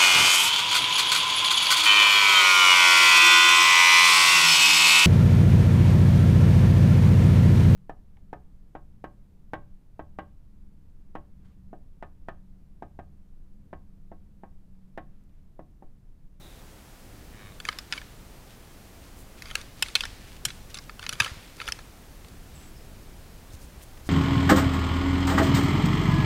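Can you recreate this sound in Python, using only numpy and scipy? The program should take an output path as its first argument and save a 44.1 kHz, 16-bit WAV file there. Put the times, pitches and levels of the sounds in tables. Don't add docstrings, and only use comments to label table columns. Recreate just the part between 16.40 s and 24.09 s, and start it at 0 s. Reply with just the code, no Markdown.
import sys
import numpy as np
from scipy import signal
from scipy.fft import rfft, irfft
from scipy.io import wavfile
from scipy.ndimage import uniform_filter1d

SR = 44100
rng = np.random.default_rng(int(sys.argv[2]) if len(sys.argv) > 2 else 0)


def file_out(sig):
    cols = np.atleast_2d(sig).T
    lim = np.clip(cols, -1, 1)
    pcm = np.round(lim * 32767).astype(np.int16)
    wavfile.write(sys.argv[1], SR, pcm)


N = 339129

# (time [s], length [s], first pitch [Hz], last pitch [Hz], starting level [dB])
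BIRD_CALLS = [(0, .2, 3820, 3620, -59.5), (6.092, 0.049, 3720, 3770, -65), (6.135, .17, 7900, 8000, -59.5),
              (6.35, .08, 5000, 5130, -62), (7.09, 0.058, 3780, 3800, -63)]
BIRD_ATTACK_S, BIRD_FADE_DB = .015, -9

# (frequency [Hz], relative density [dB per Hz])
AIR_SPECTRUM = [(8.8, -37), (15, 3), (32, 0), (54, -4), (190, -12), (442, -19), (770, -21.5), (944, -24.5),
                (1690, -27), (3720, -31.5), (4060, -31.5), (14700, -36.5), (16000, -39)]
AIR_DB = -46

# (centre [Hz], width of one pass [Hz], relative starting level [dB], gain by the end as the mouth changes [dB])
THROAT = [(105, 100, 11, -2.5), (1160, 300, -3, 6), (1780, 650, 3.5, -8), (2180, 280, -3.5, 5),
          (2880, 400, -2, -8), (3700, 200, -15.5, 20)]
GRUNT_S, GRUNT_ATTACK_S, GRUNT_HOLD_S, GRUNT_RELEASE_S = .9, .1, .1, .05
GRUNT_DB = -50
GRUNT_HZ, GRUNT_SAG_HZ_PER_S2 = 109.6, 300

# (time [s], peak level before the bass cut [dB], ring of the struck tine [Hz],
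# beam share [dB], tip share [dB], skid length [ms])
CLACKS = [(1.201, -33.5, 3450, 0, -7, 2.1), (1.2519, -26, 1630, -21, -5.5, 1.3),
          (1.2871, -17, 1670, 3, -12, 2.87), (1.3272, -35.5, 1553, -8, -11, 2.6),
          (1.387, -26, 5100, -5.5, -4.5, 0.22), (1.5246, -19, 2430, -8, -11.5, 0.76),
          (1.5332, -27.5, 1510, -15, -15, 3.8), (1.5769, -31, 2250, -7, -24, 3.5),
          (1.6155, -39, 1574, 2.5, -11, 0.11), (3.0216, -31, 2090, -5, -2, 0.71),
          (3.0558, -37.5, 2350, -2.5, -19, 2), (3.1022, -36, 2077, -11, -9.5, 4),
          (3.1113, -32.5, 3100, 1.5, -9, 2.9), (3.1536, -15.5, 2780, 0, -4, 1.23),
          (3.1762, -44, 2702, 0, -10.5, .41), (3.2133, -38.5, 3740, -10, 0, 4),
          (3.424, -14, 2610, -11.5, -3, 3.2), (3.4612, -35, 2146, -10, -13.5, 0.49),
          (3.4844, -34, 3600, -4, -5.5, 0.61), (3.501, -43.5, 2079, -14, 0, 2.2),
          (3.5532, -11, 4150, -7.5, -10, 0.16), (3.5554, -18.5, 3370, -6, -4, 0.14),
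          (3.565, -25, 2259, -21, -9, 1.9), (3.574, -38, 2660, -12, -20, 2.1),
          (3.6068, -19.5, 2680, -12, -9.5, 1.6), (3.636, -24.5, 1800, 0, -20, 1.92),
          (3.6528, -27, 1880, 0, -3.5, 2.95), (4.0517, -18, 3200, -3.5, 5.5, 4.97),
          (4.0852, -35, 2400, -3, -18, 0.67), (4.1037, -32.5, 3350, -4, -12, 0.21),
          (4.3438, -29.5, 6200, -8, -0.5, 0.3), (4.3528, -36, 3660, -15, -11, 2.8),
          (4.37, -38, 4068, -9, -5, 8.1), (4.3872, -32, 5020, -2, -10, 0.43),
          (4.4949, -32, 1350, 4, -15, 1.32), (4.594, -32, 2690, 5, -3, 1.3),
          (4.6273, -32, 3334, 5.5, -9, 2.4), (4.6402, -36, 1500, 6, -11, 0.6),
          (4.665, -24.5, 2480, -7, -10.5, 0.37), (4.6919, -21, 5830, -7.5, -1.5, 1.33),
          (4.7262, -28, 2400, 4.5, -2, 2.4), (4.7319, -29.5, 3000, -2, 0, 2.2),
          (4.7534, -40, 2365, -2, -6, 1.86), (4.801, -10.5, 2450, -1, -8.5, 4.73),
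          (4.8202, -26, 1210, -11, -7, 2.1), (4.8326, -33, 3240, -4, -4, 1), (4.839, -35, 1080, 12, 10, 13),
          (4.8457, -23, 2930, -18, -9.5, 0.33), (4.8602, -25.5, 1260, 6, -13, 5.6),
          (4.8774, -34.5, 1870, -10, -16, 5.5), (5.2009, -27.5, 2420, 1, -17, 2.2),
          (5.2151, -26.5, 1339, -16, -20, 1.18), (5.269, -37, 5046, -6, -12.5, 0.94),
          (5.2778, -24.5, 3387, -3, -11, 0.68), (5.2852, -23.5, 2370, 3, -6.5, 3.66),
          (5.3216, -20, 5240, -25, -2, 0.61), (5.3887, -35.5, 1270, 6, -10, 1.7)]
# (frequency [Hz], relative level [dB])
ANTLER_MODES = [
    [(470, -1), (700, -5.5), (1150, 0.5), (1450, 3.5), (1770, -4)],
    [(2150, -1.5), (2500, 2.5), (3000, -1), (3460, 1), (3940, -2.5), (4350, -0.5), (4800, -4)],
    [(5400, -1), (6090, 4), (7000, 1), (8000, -2.5), (8800, -1.5), (9800, 0.5), (11000, -4), (12500, -10.5),
     (14200, -14)],
]
RING_T60_S = [.02, .009, .004]
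TINE_DB, TINE_T60_S = 1.5, .012
SKID_FADE_DB = -8
CHATTER_DB, CHATTER_T60_S = -6, 0.028
GROUND_S, GROUND_DB = .0023, -12
THIN_HZ = 1003

# (centre time [s], rms level before the fades [dB], fade length either side [s])
RATTLES = [(1.275, -47.5, 0.048), (1.323, -57, 0.0159), (1.518, -55, 0.026), (1.557, -45.5, 0.055),
           (3.086, -50, 0.091), (3.183, -47.5, 0.062), (3.47, -54, 0.022), (3.599, -55, 0.0098),
           (3.63, -53, 0.05384), (4.088, -48.5, 0.046), (4.361, -48.5, 0.033), (4.636, -48.5, 0.045),
           (4.723, -47.5, 0.07), (4.828, -40, 0.066), (4.885, -48.5, 0.043), (5.215, -47, 0.055),
           (5.281, -44.5, 0.05)]
TICK_DB, TICK_SPREAD_DB = 1.5, 3
TICK_BEAM_DB, TICK_TIP_DB, TICK_SKID_MS = -4, -4, 2.3

# (low edge [Hz], high edge [Hz], level [dB], t60 [s])
FOREST_WASH = [(910, 2370, -17, 0.66), (1900, 5100, -18.5, 0.77), (5170, 9800, -20, 0.7057),
               (8990, 9030, -29, .25)]
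NEAR_DB, NEAR_T60_S = -8, .06

# (centre time [s], rms level before the fades [dB], centre frequency [Hz], fade length either side [s])
SCUFFS = [(2.117, -59, 2995, .07), (2.656, -59, 3002, 0.061), (2.798, -55.5, 9000, .058),
          (2.992, -52.5, 2496, 0.028), (3.4, -52.5, 3004, .047), (3.891, -53, 2270, 0.17),
          (4.308, -52.5, 3027, .025), (4.43, -55, 3996, 0.033), (5.036, -55, 2360, 0.26),
          (5.167, -51, 4860, .0085), (5.848, -46.5, 2520, 0.0034), (5.886, -51, 4500, .005),
          (6.203, -58.5, 2502, 0.14), (7.142, -52, 5990, 0.027), (7.233, -54.5, 7000, 0.047),
          (7.417, -54, 2477, 0.014), (7.432, -50.5, 10000, 0.018), (7.576, -54, 1700, 0.01),
          (7.669, -53, 5500, 0.032)]

# (time [s], level before attack and decay [dB], frequency [Hz])
THUDS = [(3.671, -35, 81), (4.065, -32, 132), (4.731, -33, 123), (4.81, -24.5, 109), (4.916, -27, 69.4),
         (4.97, -33.5, 91), (5.286, -32, 55), (6.175, -34.5, 71), (7.139, -30, 75), (7.24, -30.5, 60),
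         (7.377, -30.5, 60), (7.612, -33, 60), (7.669, -27.5, 45)]
THUD_ATTACK_S, THUD_T60_S = 0.0025, 0.069

TOP_HZ = 15800


def undb(db):
    return 10 ** (np.asarray(db) / 20)


def unit(x):
    return x / np.sqrt(np.mean(x ** 2))


def band(x, hz, width_hz):
    return signal.lfilter(*signal.iirpeak(hz, hz / width_hz, SR), x)


def ring(hz, t60, t):
    return np.sin(2 * np.pi * hz * t) * np.exp(-np.log(1000) * t / t60)


def add(out, s, x):
    i = int(s * SR)
    out[i:i + len(x)] += x[:N - i]


def walk(rate):
    hold = int(SR / rate)
    steps = np.repeat(rng.standard_normal(N // hold + 1), hold)
    return 1.6 * uniform_filter1d(uniform_filter1d(steps, hold), hold)[:N]


def swell(table, grains):
    out, time = np.zeros(N), np.arange(N) / SR
    for s, db, length, *hz in table:
        near = np.abs(time - s) < length
        part = band(grains[near], hz[0], 0.95 * hz[0]) if hz else grains[near]
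        fade = np.cos(np.pi / 2 * (time[near] - s) / length) ** 2
        out[near] += undb(db) * unit(part) * fade
    return out


def bird():
    out, time = np.zeros(N), np.arange(N) / SR
    warble = walk(45)
    blur = walk(800) + 1j * walk(800)
    for s, length, first_hz, last_hz, db in BIRD_CALLS:
        done = np.clip((time - s) / length, 0, 1)
        hz = first_hz + (last_hz - first_hz) * done
        cycles = np.cumsum(hz * (1 + .012 * warble)) / SR
        tone = np.real(blur * np.exp(2j * np.pi * cycles))
        attack = np.minimum(done * length / BIRD_ATTACK_S, 1)
        out += undb(db + BIRD_FADE_DB * done) * attack * (done < 1) * tone
    return out


def air():
    f = np.maximum(np.arange(N // 2 + 1) * SR / N, 1)
    table_hz, table_db = np.array(AIR_SPECTRUM).T
    colour = undb(np.interp(np.log(f), np.log(table_hz), table_db))
    noise = rfft(rng.standard_normal(N)) * colour
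    gusty = 1 / (1 + (f / 150) ** 2)
    steady = irfft(noise * (1 - gusty), N)
    wind = irfft(noise * gusty, N)
    return undb(AIR_DB) * unit(steady + wind * undb(walk(3.11)))


def grunt():
    t = np.arange(N) / SR - GRUNT_S
    end = GRUNT_ATTACK_S + GRUNT_HOLD_S + GRUNT_RELEASE_S
    effort = np.clip(np.minimum(t / GRUNT_ATTACK_S, (end - t) / GRUNT_RELEASE_S), 0, 1)
    hz = GRUNT_HZ - GRUNT_SAG_HZ_PER_S2 * np.clip(t, 0, end) ** 2
    phase = np.cumsum(hz * (1 + .012 * walk(60))) / SR
    beats = np.diff(np.floor(phase), prepend=0) * undb(1.4 * walk(99.098))
    puffs = undb(-25) * rng.standard_normal(N) * np.exp(-(phase % 1) / .2)
    source = beats + puffs
    done = np.clip(t / end, 0, 1)
    voice = np.zeros(N)
    for centre_hz, width_hz, db, gain_db in THROAT:
        resonance = band(band(source, centre_hz, width_hz), centre_hz, width_hz)
        voice += undb(db + gain_db * done) * resonance
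    return undb(GRUNT_DB) * unit(voice) * effort


def ticks(count=3):
    when, size, tine = rng.random((len(RATTLES), count, 3)).T
    s, db, length = np.transpose(RATTLES)
    modes_hz = np.concatenate(ANTLER_MODES[:2])[2:, 0]
    tick_s = s + length * (2 * when - 1) / 2
    tick_db = db + TICK_DB + TICK_SPREAD_DB * (2 * size - 1)
    tine_hz = modes_hz[(tine * len(modes_hz)).astype(int)]
    rows = zip(tick_s.ravel(), tick_db.ravel(), tine_hz.ravel())
    return [(*row, TICK_BEAM_DB, TICK_TIP_DB, TICK_SKID_MS) for row in rows]


def antlers(count=14):
    out, t = np.zeros(N), np.arange(SR // 30) / SR
    rows = CLACKS + ticks()
    when, size = rng.random((len(rows), count)), rng.standard_normal((len(rows), count))
    chatter = rng.standard_normal((len(rows), len(t))) ** 3
    grip = rng.standard_normal((len(rows), len(ANTLER_MODES), 2, 9, 1))
    for k, (s, level_db, tine_hz, beam_db, tip_db, skid_ms) in enumerate(rows):
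        skid = skid_ms / 1000
        knocks = np.zeros(len(t))
        lag = skid * SR * (when[k] - when[k].min())
        force = np.sign(size[k]) * (1.2 + np.abs(size[k])) * undb(SKID_FADE_DB * when[k])
        np.add.at(knocks, lag.astype(int), force)
        loose = chatter[k] * np.exp(-np.log(1000) * np.maximum(t - skid, 0) / CHATTER_T60_S)
        knocks = unit(knocks) + undb(CHATTER_DB) * unit(loose)
        knocks = knocks + undb(GROUND_DB) * np.roll(knocks, int(GROUND_S * SR))
        clack = undb(TINE_DB) * unit(signal.fftconvolve(knocks, ring(tine_hz, TINE_T60_S, t)))
        shares_db = (beam_db, 0, tip_db)
        for part, t60, hold, share_db in zip(ANTLER_MODES, RING_T60_S, grip[k], shares_db):
            hz, db = np.array(part).T[:, :, None]
            db = db + 0.45 * tip_db * np.log2(np.maximum(hz / 5400, 1))
            level_shift_db, pitch_shift = 0.87 * hold[0, :len(part)], 0.062 * hold[1, :len(part)]
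            swing = (-1.) ** np.arange(len(part))[:, None] * undb(db + level_shift_db)
            body = np.sum(swing * ring(hz * (1 + pitch_shift), t60, t), axis=0)
            clack = clack + undb(share_db) * unit(signal.fftconvolve(knocks, body))
        top = np.sqrt(uniform_filter1d(clack ** 2, SR // 1000).max())
        add(out, s, undb(level_db) * clack / top)
    return signal.sosfilt(signal.butter(2, THIN_HZ, "high", fs=SR, output="sos"), out)


def rattle():
    t = np.arange(SR // 50) / SR
    slips = rng.standard_normal(N) * undb(5.7 * rng.standard_normal(N))
    body = np.zeros(len(t))
    for part, t60, share_db in zip(ANTLER_MODES, RING_T60_S, (-6, 0, -1.5)):
        for k, (hz, db) in enumerate(part):
            body += (-1) ** k * undb(db + share_db) * ring(hz, t60 / 2, t)
    return swell(RATTLES, signal.fftconvolve(slips, body)[:N])


def forest(x):
    out, t = np.zeros(N), np.arange(SR) / SR
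    for lo_hz, hi_hz, db, t60 in FOREST_WASH:
        sos = signal.butter(2, [lo_hz, hi_hz], "band", fs=SR, output="sos")
        near = np.exp(-2 * np.log(1000) * t / NEAR_T60_S)
        far = np.exp(-2 * np.log(1000) * t / t60) * np.minimum(t / 0.028, 1)
        spread = undb(2 * db) * (undb(2 * NEAR_DB) * near / near.sum() + far / far.sum())
        power = signal.fftconvolve(signal.sosfilt(sos, x) ** 2, spread)[:N]
        noise = unit(signal.sosfilt(sos, rng.standard_normal(N)))
        out += np.sqrt(np.maximum(power, 0)) * noise
    return out


def scuffs():
    stalks = rng.standard_normal(N) * undb(9.2 * rng.standard_normal(N))
    return swell([(s, db, length, hz) for s, db, hz, length in SCUFFS], stalks)


def thuds():
    out, t = np.zeros(N), np.arange(SR // 4) / SR
    for s, db, hz in THUDS:
        attack = np.minimum(t / THUD_ATTACK_S, 1)
        add(out, s, undb(db) * ring(hz, THUD_T60_S, t) * attack)
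    return out


def scene():
    bone = antlers() + rattle()
    hooves = thuds() + scuffs()
    return (bone + forest(bone) + hooves + grunt() + bird() + air())[None]


def record(dry):
    return signal.sosfilt(signal.ellip(10, .2, 65, TOP_HZ, fs=SR, output="sos"), dry)


dry = scene()
out = record(dry)
file_out(out)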